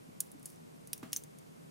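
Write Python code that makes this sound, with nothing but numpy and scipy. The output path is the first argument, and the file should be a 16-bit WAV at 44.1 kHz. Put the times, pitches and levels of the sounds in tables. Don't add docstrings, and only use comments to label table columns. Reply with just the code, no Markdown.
import sys
import numpy as np
from scipy import signal
from scipy.fft import rfft, irfft
from scipy.io import wavfile

SR = 44100
rng = np.random.default_rng(int(sys.argv[2]) if len(sys.argv) > 2 else 0)


def to_wav(sig):
    pcm = np.clip(np.atleast_2d(sig), -1, 1) * 32767
    pcm = np.round(pcm).astype(np.int16)
    wavfile.write(sys.argv[1], SR, pcm.T)


N = 74970
TOP_HZ = 15800
BAND_HZ = (2700, 6200, 10000, 14200)


def undb(db):
    return 10 ** (np.asarray(db) / 20)


def unit(x):
    return x / np.sqrt(np.sum(x ** 2) + 1e-18)


def fade(t, t60):
    return np.exp(-np.log(1000) * t / max(t60, 1e-4))


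def swell(t, rise_s, t60):
    return np.minimum(t / rise_s, 1) * fade(np.maximum(t - rise_s, 0), t60)


def add(out, start_s, x):
    i = int(round(start_s * SR))
    out[:, i:i + x.shape[-1]] += x[..., :N - i]


def stereo(mid, side):
    return np.array([mid + side, mid - side])


def highpass(x, hz, order=2):
    return signal.sosfilt(signal.butter(order, min(hz, .45 * SR), "high", fs=SR, output="sos"), x)


def noise(points, size):
    hz, db = np.array(points, float).T
    f = np.maximum(np.fft.rfftfreq(size, 1 / SR), 1)
    gain = undb(np.interp(np.log(f), np.log(hz), db))
    x = irfft(rfft(rng.standard_normal(size)) * gain, size)
    return x / x.std()


def equalise(x, band_db, lowest_hz):
    spectrum, f = rfft(x), np.fft.rfftfreq(len(x), 1 / SR)
    in_range = (f > lowest_hz) * (f < TOP_HZ)
    weights = [np.interp(f, BAND_HZ, row) ** 2 * in_range for row in np.eye(len(BAND_HZ))]
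    now_db = [10 * np.log10(np.average(abs(spectrum) ** 2, weights=w)) for w in weights]
    gain = undb(np.interp(f, BAND_HZ, np.array(band_db) - now_db))
    return irfft(spectrum * gain, len(x))


def room_tone():
    # frequency_hz, density_db
    mid_spectrum = [(15, -58), (25, -40.5), (84, -18.5), (153, -6), (256, -11.5), (285, -12), (373, -18),
                    (405, -18), (575, -22), (818, -25.5), (887, -25), (1740, -30), (2110, -28.5),
                    (3520, -33), (9570, -31.5), (14800, -38), (16000, -64)]
    # frequency_hz, density_db
    side_spectrum = [(15, -64), (25, 1), (70, -31), (97, -7), (149, -7.5), (236, -2.5), (317, -5.5),
                     (451, -5), (503, -9.5), (624, -10), (677, -12.5), (1160, -17), (1290, -20.5),
                     (13600, -43), (16000, -54)]
    hum_band = signal.butter(1, [148.5, 166.1], "band", fs=SR, output="sos")
    hum = signal.sosfilt(hum_band, rng.standard_normal(N))
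    mid = undb(-61.5) * noise(mid_spectrum, N) + undb(-64) * hum / hum.std()
    return stereo(mid, undb(-55) * noise(side_spectrum, N))


def hand_bumps(size=16000):
    # start_s, level_db, pitch_hz, rise_s, t60_s
    bumps = [(0.086, -41, 193, 0.0059, 0.01), (0.344, -47.5, 288, 0.0076, 0.072),
             (1.0304, -38, 232.3, 0.00345, 0.046), (1.059, -46.5, 226, 0.0024, 0.025)]
    # frequency_hz, density_db
    knock_spectrum = [(100, -3.5), (250, 0), (450, -13.5), (700, -6.5), (900, -18), (1200, -6),
                      (1600, -15.5), (2600, -17.5), (5000, -25.5), (15000, -28)]
    out, t = np.zeros((2, N)), np.arange(size) / SR
    for start_s, level_db, pitch_hz, rise_s, t60 in bumps:
        add(out, start_s, undb(level_db) * swell(t, rise_s, t60) * np.sin(2 * np.pi * pitch_hz * t))
    diffuse = np.array([noise(knock_spectrum, size), noise(knock_spectrum, size)])
    tail = undb(-49) * diffuse * swell(t, rise_s=.001, t60=.34)
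    knock = undb(-42) * noise(knock_spectrum, size) * swell(t, rise_s=.001, t60=.04)
    add(out, start_s=1.029, x=knock + tail)
    return highpass(out, hz=109, order=3)


def link_slides(grain_s=.002, spread_db=4, side_db=-5.5):
    # start_s, length_s, level_db
    slides = [(0.427, .14, -65.5), (1.115, .09, -60)]
    # frequency_hz, density_db
    spectrum = [(1500, -27), (4000, -16), (5500, 0), (7500, -5), (9500, 1.5), (12000, -4), (15500, -6)]
    out, t = np.zeros((2, N)), np.arange(N // 4) / SR
    for start_s, length_s, level_db in slides:
        grain_db = spread_db * np.interp(t / grain_s, np.arange(len(t)), rng.standard_normal(len(t)))
        envelope = undb(level_db + grain_db) * np.sin(np.pi * np.minimum(t / length_s, 1))
        friction = stereo(noise(spectrum, len(t)), undb(side_db) * noise(spectrum, len(t)))
        add(out, start_s, envelope * friction)
    return out


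def reflections(x, gap_s, side_db=-6):
    t = np.arange(len(x)) / SR
    arrived = t > gap_s
    early = undb(-4) * unit(arrived * fade(t, t60=.039))
    late = undb(-11) * unit(arrived * fade(t, t60=.22))
    mid, side = rng.standard_normal((2, len(x))) * np.hypot(early, late)
    response = stereo(mid, undb(side_db) * side)
    return signal.fftconvolve(response, x[None], axes=1)[:, :len(x)]


def steel_ring(part, t):
    modes = {"lock": [(6030, -9, 0.016), (6830, -13, 0.034), (8280, -5, 0.017), (8950, -12.5, 0.046),
             (9770, -14, 0.048), (10710, 7, 0.012), (10944, -18, .04), (12100, 5, 0.0076),
             (14200, 9, 0.011), (15500, -6, 0.0083)], "catch": [(2564, -3.5, 0.01), (3440, -1.5, 0.015),
             (4985, -8.5, 0.039), (5510, -3, 0.026), (5950, -6, 0.03), (8800, -1, 0.011), (10300, 2, 0.01),
             (11140, -3.5, 0.017), (12040, -6, 0.029), (14700, -7, 0.016)], "blades": [(2734, -6, 0.015),
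             (5170, -10, 0.035), (5595, -3.5, 0.031), (6200, 0, .01), (7090, -2, 0.011), (9500, -18, 0.062),
             (9850, -4, 0.018), (13900, -19, 0.0088)], "hinge": [(5925, -10, 0.047), (6390, 4, 0.013),
             (7180, -13, 0.04), (8950, -9, .02), (14200, -5, .018), (14900, 1, .012)]}
    phases = rng.uniform(0, 2 * np.pi, len(modes[part]))
    return unit(sum(undb(db) * fade(t, t60) * np.sin(2 * np.pi * hz * t + phase)
                    for (hz, db, t60), phase in zip(modes[part], phases)))


def click(part, band_db, chatter_s, lowest_hz, room_db, release_s=.00047, gap_s=.0012, size=12000):
    t = np.arange(size) / SR
    impulse, first_half = 1. * (t == 0), t < t[-1] / 2
    chatter = unit(rng.standard_normal(size) * np.exp(-np.maximum(t - chatter_s, 0) / release_s))
    crack = unit(highpass(undb(-5.5) * impulse + chatter, lowest_hz, order=3))
    steel = unit(steel_ring(part, t) * np.minimum(2 * t / chatter_s, 1))
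    direct = equalise(crack + undb(-2) * steel, band_db, lowest_hz) * first_half
    paths = unit(rng.standard_normal(size) * swell(t, gap_s, t60=.0036))
    treble_side = undb(-5.5) * highpass(signal.fftconvolve(direct, paths)[:size], hz=12200)
    smooth_crack = unit(highpass(impulse, lowest_hz, order=3))
    radiated = equalise(smooth_crack + undb(-4.5) * steel, band_db, lowest_hz) * first_half
    return direct + stereo(0, treble_side) + undb(room_db) * reflections(radiated, gap_s)


def link_ticks(timbre_db=(-18, -5, 1, -10.5)):
    # start_s, part, level_db, dullness_db (gain of the two lower bands)
    ticks = [(0.2695, "lock", -32, -9), (0.3166, "lock", -21, -8), (0.3956, "lock", -33, -5),
             (0.4292, "catch", -26.5, -4), (0.4975, "blades", -37, -2), (0.5011, "catch", -27.5, -2),
             (0.5593, "catch", -34, 5), (0.8736, "hinge", -19.5, -4), (0.9783, "blades", -23, -2),
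             (0.9951, "blades", -38, 3), (1.122, "blades", -25, 3), (1.237, "hinge", -21, 2.5),
             (1.3864, "hinge", -25.5, -0.5)]
    out = np.zeros((2, N))
    lower_bands = np.array(BAND_HZ) < np.mean(BAND_HZ)
    for start_s, part, level_db, dullness_db in ticks:
        band_db = level_db + np.array(timbre_db) + dullness_db * lower_bands
        add(out, start_s, click(part, band_db, chatter_s=.00067, lowest_hz=2500, room_db=-3.5))
    return out


def clasp_snaps():
    # start_s, part, body_db, ring_db, bright_db, top_db, chatter_s, lowest_hz, room_db
    snaps = [(0.2042, "lock", -28, -3.5, 2.5, -3.5, 0.0029, 1440, -8.5),
             (0.4568, "lock", -42, -20, -8.5, -24.5, 0.00057, 1450, 1),
             (0.9313, "catch", -13, -10.5, -4, -8, 0.0018, 1970, -5),
             (1.1304, "blades", -10.5, -4.5, -5, -7.5, 0.00098, 1380, -2),
             (1.1630, "hinge", -29.5, 2, -6, -22, .0016, 1010, -11),
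             (1.1689, "hinge", -28.5, -20, -13.5, -11, 0.0022, 1510, 0.5)]
    out = np.zeros((2, N))
    for start_s, part, *band_db, chatter_s, lowest_hz, room_db in snaps:
        add(out, start_s, click(part, band_db, chatter_s, lowest_hz, room_db))
    return out


def scene():
    return room_tone() + hand_bumps() + clasp_snaps() + link_ticks() + link_slides()


def record(dry):
    return signal.sosfilt(signal.ellip(8, .2, 70, TOP_HZ, fs=SR, output="sos"), dry)


dry = scene()
out = record(dry)
to_wav(out)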